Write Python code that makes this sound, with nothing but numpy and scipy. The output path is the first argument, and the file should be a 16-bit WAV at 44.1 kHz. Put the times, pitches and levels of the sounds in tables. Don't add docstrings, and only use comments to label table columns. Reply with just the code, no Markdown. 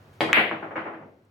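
import sys
import numpy as np
from scipy import signal
from scipy.io import wavfile
from scipy.ndimage import uniform_filter1d

SR = 44100
rng = np.random.default_rng(int(sys.argv[2]) if len(sys.argv) > 2 else 0)


def to_linear_factor(level_db):
    exponent = np.asarray(level_db, float) / 20
    return 10 ** exponent


def master(y):
    cut = np.clip(np.atleast_2d(y).T, -1, 1)
    pcm = np.round(cut * 32767)
    wavfile.write(sys.argv[1], SR, pcm.astype(np.int16))


N = 57330

# start in seconds, level in dB, contact in seconds, pan (left over right) in dB.
CUE_STRIKES = [(0.2066, -6.5, .0008, 2.5)]
# start in seconds, level in dB, pan (left over right) in dB.
BALL_CLICKS = [(0.3302, 3.5, 3.5)]
# start in seconds, level of the knock in dB, time scale of the contact in seconds,
# direct path in dB, table ring in dB relative to the knock, build-up of the hall in seconds.
CUSHION_KNOCKS = [(0.287, -25, 0.00024, -4, -9, 0.0013), (0.362, -14.5, 0.00032, -22, -7.5, 0.01),
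                  (0.5125, -22, 0.00023, 12.5, -0.5, 0.0014), (0.620, -24, 0.00026, -8, -4.5, 0.0066),
                  (0.709, -28, 0.00036, 9.5, -6.5, 0.0033), (0.7571, -17.5, 0.000095, 6.5, -0.5, 0.003),
                  (0.7803, -24.5, 0.00036, 13.5, -5.5, 0.0026), (0.848, -20, 0.0003, -11, -8, 0.011),
                  (0.931, -30, .0002, -17, 3, 0.0035), (0.994, -30, 0.00079, -12.5, -5, 0.021)]
# start in seconds, level in dB, centre in Hz, t60 in seconds.
LIGHT_TICKS = [(0.13, -54.5, 1490, 0.36), (0.138, -81, 5000, 0.027), (1.250, -57.5, 8160, 0.047)]
# frequency in Hz, relative level in dB, t60 in seconds.
TABLE_MODES = [(106.5, -8, 0.18), (156.8, -8, 0.25), (209.2, -8.5, 0.24), (244.1, 4, 0.076),
               (323, 0.5, 0.29), (411, -11, 0.093), (538.5, 12, 0.033), (629, -4, 0.13), (670, -23.5, 0.12),
               (816, -6, 0.092)]
# frequency in Hz, relative level in dB, t60 in seconds.
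SHAFT_MODES = [(600, 15, 0.13), (890, -4.5, 0.014), (2160, -30.5, 0.0067), (3960, -1.5, 0.06)]
# seconds after the direct sound, relative level left in dB, right in dB.
REFLECTIONS = [(.0019, -9, -16), (.0036, -10, -4), (.0053, -10, -14), (.0083, -12, -12), (.0144, -13, -13),
               (.0208, -12, -12), (.0265, -7, -7)]
# frequency in Hz, t60 in seconds, relative level in dB,
# likeness of left and right (0 to 1).
HALL_TAIL = [(93, 1, 1.5, .98), (231.8, 1, -1, .9), (637.6, 0.54, 0, 0.7), (1244, 0.31, 1, 0),
             (2400, 0.46, 0, 0), (4000, 0.51, -7, .05), (5680, .5, -8, 1), (7500, 0.38, 13.5, .05),
             (11500, .27, 1, .05), (16310, 0.17, -2.5, .05)]
# frequency in Hz, relative density in dB per Hz.
AIR_SPECTRUM = [(45, -53.5), (100, -7), (200, -21.5), (500, -21.5), (800, -25), (1200, -26), (2500, -36.5),
                (5000, -44), (9000, -56), (16000, -48.5)]
BANDS_HZ = 45 * 2 ** np.arange(0, 8.6, .5)


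def column(table, hz, order):
    t = np.array(table, float)
    return np.interp(np.log(hz), np.log(t[:, 0]), t[:, order])


def band(x, hz, width_hz):
    return signal.lfilter(*signal.iirpeak(min(hz, .45 * SR), hz / width_hz, SR), x)


def low(x, hz):
    return signal.sosfilt(signal.butter(4, hz, fs=SR, output="sos"), x)


def peak(x, db):
    return x * to_linear_factor(db) / np.abs(x).max()


def push(at_s, contact_s, roundness):
    u = np.clip((np.arange(N) / SR - at_s) / contact_s, 0, 1)
    return np.sin(np.pi * u).clip(0) ** roundness


def ring(force, modes, bloom_cycles=0):
    out = 0
    shares_db = 2 * rng.standard_normal(len(modes))
    for (hz, db, t60), share_db in zip(modes, shares_db):
        pole = np.exp(2j * np.pi * hz / SR - np.log(1000) / (t60 * SR))
        mode = signal.lfilter([1], [1, -pole], force)
        if bloom_cycles:
            fast_pole = pole * np.exp(-hz / bloom_cycles / SR)
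            mode = mode - signal.lfilter([1], [1, -fast_pole], force)
        out = out + to_linear_factor(db + share_db) * mode.imag
    return out / np.abs(out).max()


def crack(at_s, t60):
    t = np.arange(N) / SR - at_s
    return np.gradient(rng.standard_normal(N) * (t > 0) * to_linear_factor(-60 * t.clip(0) / t60))


def cue(at_s, db, contact_s, pan_db):
    force = push(at_s, contact_s, .4)
    jump = peak(low(low(np.gradient(force), 3900), 4300), 0)
    shaft = to_linear_factor(-22) * ring(force, SHAFT_MODES)
    rattle = band(np.cumsum(crack(at_s + contact_s, .04)), 2500, 4000)
    rattle = peak(low(low(rattle, 4200), 4300), -10)
    leather = peak(np.cumsum(crack(at_s, 0.026)), -32.5)
    strike = peak(jump + shaft + rattle + leather, db)
    in_hall = hall(strike, pan_db, echo_db=-17, tail_db=-25, build_s=0.00069)
    return in_hall + table_answer(force, db - 14)


def click(at_s, db, pan_db):
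    pulse_hz, width_hz = 2178, 1800
    force = push(at_s, 0.00022, 0.56)
    pulse = band(band(force, pulse_hz, width_hz), pulse_hz, width_hz)
    pulse = peak(low(low(pulse, 5000), 5000), 0)
    blow = 1. * (force == force.max())
    ball = to_linear_factor(-32) * ring(blow, [(12400, 0, .003)])
    fizz = peak(np.cumsum(crack(at_s, .012)), -45)
    x = peak(pulse + ball + fizz, db)
    return hall(x, pan_db, echo_db=-7.0, tail_db=-19, build_s=0.042, early_db=-11.5)


def cushion(at_s, db, contact_s, direct_db, table_db, build_s):
    u = (np.arange(N) / SR - at_s).clip(0) / contact_s
    force = u * np.exp(-u)
    knock = peak(low(band(np.gradient(force), 1100, 2600), 2280), db)
    in_hall = hall(knock, 1.3, echo_db=-7, tail_db=-15, build_s=build_s, direct_db=direct_db, dull_hz=2000)
    return in_hall + table_answer(force, db + table_db)


def table_answer(force, db):
    return to_linear_factor(db) * ring(force, TABLE_MODES, bloom_cycles=5.4)


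def tick(at_s, db, hz, t60):
    return peak(band(crack(at_s, t60), hz, 0.3 * hz), db)


def pair(hz, like, size=N):
    mid, side = band(band(rng.standard_normal((2, size)), hz, hz / 2), hz, hz / 2)
    c = np.clip(like, 0, 1)
    return np.sqrt((1 + c) / 2) * mid + np.sqrt((1 - c) / 2) * side * np.array([[1], [-1]])


def hall(x, pan_db, echo_db, tail_db, build_s, direct_db=0, early_db=-40, dull_hz=19000):
    t = np.arange(N // 2) / SR
    paths = np.zeros((2, len(t)))
    paths[:, 0] = to_linear_factor(direct_db)
    for s, left_db, right_db in REFLECTIONS:
        paths[:, int(s * SR)] = to_linear_factor(direct_db + echo_db + np.array([left_db, right_db]))
    tail = 0
    for hz in BANDS_HZ:
        noise = pair(hz, column(HALL_TAIL, hz, order=3), size=len(t))
        fade_db = column(HALL_TAIL, hz, order=2) - 60 * t / column(HALL_TAIL, hz, order=1)
        tail = tail + noise * to_linear_factor(fade_db)
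    build_up = 1 - (1 - to_linear_factor(early_db)) * np.exp(-(t / build_s) ** 2)
    response = low(paths, dull_hz) + to_linear_factor(tail_db) * build_up * (t > .0012) * tail
    balance = to_linear_factor(np.array([[pan_db], [-pan_db]]) / 2)
    return signal.fftconvolve(x[None], response)[:, :N] * balance


def air():
    air_db, hum_hz, hum_db = -54.5, 100, -58
    noise = sum(to_linear_factor(column(AIR_SPECTRUM, hz, order=1)) * pair(hz, column(HALL_TAIL, hz, order=3))
                for hz in BANDS_HZ)
    steady = np.sin(2 * np.pi * hum_hz * np.arange(N) / SR)
    waver = 20 * band(rng.standard_normal(N), hum_hz, 10)
    return to_linear_factor(air_db) * noise / noise.std() + to_linear_factor(hum_db) * (steady + waver)


def scene():
    mic_low_hz = 92.5
    knocks = sum(cue(*r) for r in CUE_STRIKES) + sum(click(*r) for r in BALL_CLICKS)
    knocks = knocks + sum(cushion(*r) for r in CUSHION_KNOCKS) + sum(tick(*r) for r in LIGHT_TICKS)
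    return signal.sosfilt(signal.butter(4, mic_low_hz, "high", fs=SR, output="sos"), knocks) + air()


def band_limit(x):
    return signal.sosfilt(signal.butter(12, 16840, fs=SR, output="sos"), x)


def record(dry):
    top_db, slope, slew_s = -34, 0.74, 0.78
    power = uniform_filter1d(np.mean(dry ** 2, axis=0), size=2048, origin=1023)
    level_db = 10 * np.log10(power + 1e-12)
    aim_db = -slope * np.maximum.accumulate((level_db - top_db).clip(0))
    a = np.exp(-1 / (slew_s * SR))
    x = dry * to_linear_factor(signal.lfilter([1 - a], [1, -a], aim_db))
    clipped = x / (1 + np.abs(x / .97) ** 10) ** (1 / 10)
    return band_limit(clipped)


dry = scene()
out = record(dry)
master(out)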